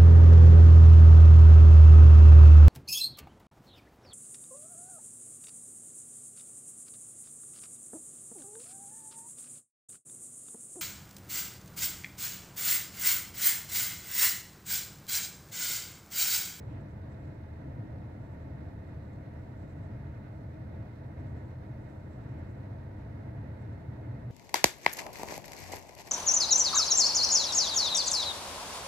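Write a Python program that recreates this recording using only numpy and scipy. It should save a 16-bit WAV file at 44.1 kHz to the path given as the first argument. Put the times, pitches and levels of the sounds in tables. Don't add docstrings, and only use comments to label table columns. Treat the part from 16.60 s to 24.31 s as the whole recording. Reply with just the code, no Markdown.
import sys
import numpy as np
from scipy import signal
from scipy.fft import rfft, irfft
from scipy.io import wavfile
from scipy.ndimage import uniform_filter1d

SR = 44100
rng = np.random.default_rng(int(sys.argv[2]) if len(sys.argv) > 2 else 0)


def generate_wav(sig):
    pcm = np.round(np.clip(np.atleast_2d(sig).T, -1, 1) * 32767).astype(np.int16)
    wavfile.write(sys.argv[1], SR, pcm)


N = 340004
TIME, HZ = np.arange(N) / SR, np.fft.rfftfreq(N, 1 / SR)

# (frequency [Hz], relative level [dB], left over right [dB], coherence [0-1], left phase lead [rad])
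RUMBLE_SPECTRUM = [(18.0, -32.7, 0.0, 0.99, -0.01), (32.0, -24.1, -0.1, 0.99, -0.0),
                   (52.0, -19.5, 0.1, 0.987, 0.01), (64.0, -4.0, -0.1, 0.997, 0.0),
                   (100.0, 0.0, 0.0, 0.997, -0.04), (130.0, -0.8, -0.0, 0.996, -0.03),
                   (156.0, -9.2, 3.0, 0.976, -0.04), (171.0, -8.6, 2.5, 0.94, 0.02),
                   (183.0, -12.3, 0.4, 0.881, 0.01), (207.0, -8.1, -0.9, 0.934, -0.18),
                   (248.0, -14.3, -0.1, 0.887, -0.48), (310.0, -11.3, 2.3, 0.814, -0.45),
                   (340.0, -15.7, 3.8, 0.734, -1.27), (365.0, -21.4, 0.5, 0.322, -1.45)]
TYRE_SPECTRUM = [(365.0, -4.7, -4.1, 0.322, -1.45), (400.0, -1.1, -1.1, 0.77, -0.17),
                 (460.0, -5.4, -0.2, 0.641, -0.63), (520.0, -2.1, 1.3, 0.912, -0.85),
                 (590.0, -3.9, 2.6, 0.792, -1.67), (630.0, 0.0, -6.2, 0.789, -1.71),
                 (685.0, -4.2, -1.7, 0.772, -0.27), (745.0, -9.1, 5.6, 0.406, 0.38),
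                 (805.0, -10.8, -3.2, 0.144, 3.34), (865.0, -6.1, -4.9, 0.647, 4.97),
                 (915.0, -10.6, 2.1, 0.397, 7.01), (960.0, -6.5, -0.1, 0.511, 7.77),
                 (1040.0, -15.4, 0.4, 0.179, 9.98)]
# (frequency [Hz], relative level [dB], left over right [dB])
FAN_RUSH_SPECTRUM = [(1040.0, -1.0, -2.2), (1270.0, -3.2, -1.8), (1340.0, -0.2, -5.4), (1420.0, -2.0, -6.0),
                     (1530.0, -0.1, -4.4), (1640.0, -2.9, -4.9), (1830.0, -1.8, -5.6), (1960.0, -4.8, -5.4),
                     (2110.0, -2.6, -6.0), (2260.0, -10.6, -1.4), (2380.0, -11.9, 0.7), (2450.0, -8.3, 5.6),
                     (2600.0, -13.5, -0.5), (3250.0, -19.5, -2.6)]
FAN_HISS_SPECTRUM = [(3250.0, -4.0, -0.9), (3700.0, 0.0, -5.8), (4200.0, -2.0, -3.3), (4750.0, -6.8, -1.9),
                     (5500.0, -7.8, -2.6), (6700.0, -15.0, 2.0), (8500.0, -20.0, 0.0)]
# (middle [s], length [s], change [dB])
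TRAFFIC_SWELLS = [(0.17, 0.25, 2), (0.852, 0.31, -2.5), (1.197, 0.6, 2), (1.98, .4, 1.5), (3.33, .5, 1.8),
                  (4.16, 0.53, 1.5), (4.366, 0.22, -3.5), (4.686, 0.42, 2.5), (4.957, .22, -2),
                  (5.381, .35, -1.2), (5.77, .3, 2.5), (6.28, .2, -1.3), (6.8, 0.64, 1.7),
                  (7.57, 0.33, 1.5)]
# (loudest at [s], length [s], pitch there [Hz], glide [Hz/s], level there [dB])
CAR_PASSES = [(4.601, 4.3, 127.5, -6, -50.5), (6.699, 2.84, 100.4, 4.5, -48),
              (7.7, 2.96, 121.5, 0.5, -47.5)]
# (time [s], firing rate [Hz])
IDLE_SPEED = [(0.0, 40.25), (0.7, 40.24), (2.3, 39.48), (3.9, 39.8), (4.7, 40.74), (7.7, 40.45)]
# (multiple of the firing rate [x], level [dB])
IDLE_PARTIALS = [(1, -62.5), (2, -55), (3, -58), (7.69, -67.5)]
# (frequency [Hz], relative level [dB])
FLICKER_SPECTRUM = [(5200, -6), (6200, -5), (6900, -5), (7500, 0), (8100, 0)]
# (start [s], length [s], level before flares [dB])
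STRONG_FLICKERS = [(0.0, 0.33, -90.5), (0.5, 0.27, -90), (1.53, .3, -92), (2.28, .4, -91), (2.75, .55, -90),
                   (4.58, .42, -91), (5.18, 0.76, -90.5), (6.92, .24, -91)]


def traffic(crossover_hz=160):
    low_share = lowpass(crossover_hz)
    deep = steady(irfft(outdoor_spectra(RUMBLE_SPECTRUM) * np.sqrt(low_share), N))
    upper = steady(irfft(outdoor_spectra(RUMBLE_SPECTRUM) * np.sqrt(1 - low_share), N))
    tyres = steady(irfft(outdoor_spectra(TYRE_SPECTRUM), N))
    return (deep * traffic_fader(level_db=-43.9, swell_share=1.34, build_share=0.8, drift_db=0.5)
            + upper * traffic_fader(level_db=-51.0, swell_share=1, build_share=0.54, drift_db=0.22)
            + tyres * traffic_fader(level_db=-57.0, swell_share=0.6, build_share=1, drift_db=0.38))


def traffic_fader(level_db, swell_share, build_share, drift_db, build_from_s=4.05, build_db_per_s=0.31):
    swell_db = sum(db * arch(middle_s, length_s) for middle_s, length_s, db in TRAFFIC_SWELLS)
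    build_db = build_db_per_s * np.maximum(TIME - build_from_s, 0)
    return gain_of(level_db + swell_share * swell_db + build_share * build_db + drift_db * wander(4))


def car_exhaust(loudest_s, length_s, hz, glide_hz_per_s, db):
    note = hum(hz + glide_hz_per_s * (TIME - loudest_s), waver_db=3.5)
    return gain_of(db) * arch(loudest_s, length_s) * note


def idling_engine(jitter=0.0042):
    firing_hz = np.interp(TIME, *np.transpose(IDLE_SPEED)) * (1 + jitter * wander(4.56))
    return sum(gain_of(db) * hum(order * firing_hz, waver_db=3.0) for order, db in IDLE_PARTIALS)


def fan(rush_db=-65.5, hiss_db=-81.5, flutter_db=0.59, hiss_flutter_db=0.5):
    rush = vent_noise(FAN_RUSH_SPECTRUM)
    rush *= traffic_fader(rush_db, swell_share=0.45, build_share=0.74, drift_db=0.35)
    hiss = gain_of(hiss_db + hiss_flutter_db * wander(12)) * vent_noise(FAN_HISS_SPECTRUM)
    hiss *= np.array([fan_throb(depth=0.045), fan_throb(depth=0.14)])
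    return (rush + hiss) * gain_of(flutter_db * wander(17))


def fan_throb(depth, turn_hz=38.3):
    angle = 2 * np.pi * turn_hz * TIME
    return unit_rms(1 + depth * (np.cos(angle) + 0.49 * np.cos(2 * angle)))


def vent_noise(table, echo_gain=0.55, direct_gain=0.4, left_delay_s=0.00045):
    db, balance_db = eq_curves(table)
    direct = np.exp(-2j * np.pi * np.outer([left_delay_s, 0], HZ))
    paths = echo_gain * reflections() + direct_gain * direct
    air = white_pair() + white() * paths
    return steady(irfft(air * panned_gain(db, balance_db) * bandpass(table), N))


def reflections(first_s=0.008, decay_s=0.012):
    decay = np.exp(-np.minimum(TIME / decay_s, 20))
    echoes = rng.standard_normal((2, N)) * (TIME > first_s) * decay
    return rfft(echoes / np.linalg.norm(echoes, axis=1, keepdims=True))


def digger(hz=278, drift=0.003, level_db=-68, load_at_s=4.15, load_rise_s=0.3, load_db=3.5):
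    load = np.clip((TIME - load_at_s) / load_rise_s, 0, 1)
    note = hum(hz * (1 + drift * wander(1.38)), waver_db=1.5)
    return gain_of(level_db + load_db * load) * note


def scrape(centre_hz=2280, width_octaves=0.61, level_db=-71.5):
    octaves = np.log2((HZ + 1) / centre_hz)
    bell = np.exp(-0.5 * (octaves / width_octaves) ** 2)
    noise = unit_rms(irfft(white_pair() * bell, N))
    return gain_of(level_db) * arch(middle_s=0.14, length_s=0.28) * noise


def treble_flicker(rest_db=-98.5, flare_hz=18, depth_db=4.5, fade_s=0.04):
    level_db = rest_db
    for start_s, length_s, db in STRONG_FLICKERS:
        inside_s = np.minimum(TIME - start_s, start_s + length_s - TIME)
        level_db += (db - rest_db) * np.clip(inside_s / fade_s + 0.5, 0, 1)
    flare_db = depth_db * np.minimum(wander(flare_hz), 1.2)
    eq = gain_of(eq_curves(FLICKER_SPECTRUM)[0]) * bandpass(FLICKER_SPECTRUM)
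    sizzle = steady(irfft(white_pair() * eq, N))
    return gain_of(level_db + flare_db) * sizzle * fan_throb(depth=0.15)


def microphone_hiss(level_db=-80.0, tilt_db=-1.0):
    shelf_db = eq_curves([(8000, 0.0032), (16000, tilt_db)])[0]
    return irfft(white_pair() * gain_of(level_db + shelf_db), N)


def outdoor_spectra(table):
    db, balance_db, coherence, lead_rad = eq_curves(table)
    left = white()
    right = (coherence * left + np.sqrt(1 - coherence ** 2) * white()) * np.exp(-1j * lead_rad)
    return np.array([left, right]) * panned_gain(db, balance_db) * bandpass(table)


def hum(hz, waver_db):
    cycles = np.cumsum(hz) / SR + rng.random()
    return np.sqrt(2) * np.sin(2 * np.pi * cycles) * gain_of(waver_db * wander(10))


def arch(middle_s, length_s):
    return np.cos(np.pi * np.clip((TIME - middle_s) / length_s, -0.5, 0.5)) ** 2


def wander(rate_hz):
    return unit_rms(irfft(white() * lowpass(rate_hz, order=4), N))


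def steady(pair, window=9000):
    centre_power = uniform_filter1d(pair.mean(0) ** 2, window)
    return pair / np.sqrt(uniform_filter1d(centre_power, window // 2))


def eq_curves(table):
    hz, *columns = np.transpose(table)
    return [np.interp(np.log(HZ + 1), np.log(hz + 1), column) for column in columns]


def lowpass(edge_hz, order=40):
    return 1 / (1 + (HZ / edge_hz) ** order)


def bandpass(table):
    return np.sqrt(lowpass(table[-1][0]) * (1 - lowpass(table[0][0])))


def white():
    return rfft(rng.standard_normal(N))


def white_pair():
    return np.array([white(), white()])


def panned_gain(db, balance_db):
    return gain_of([db + balance_db / 2, db - balance_db / 2])


def gain_of(db):
    return 10 ** (np.asarray(db) / 20)


def unit_rms(x):
    return x / np.sqrt(np.mean(x ** 2) + 1e-20)


def scene():
    engines = idling_engine() + digger() + sum(car_exhaust(*car) for car in CAR_PASSES)
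    return traffic() + engines + fan() + treble_flicker() + microphone_hiss() + scrape()


def record(dry):
    high_cut = signal.firwin(2047, cutoff=15700, window=("kaiser", 9), fs=SR)
    return signal.oaconvolve(dry, high_cut[None], "same")


dry = scene()
out = record(dry)
generate_wav(out)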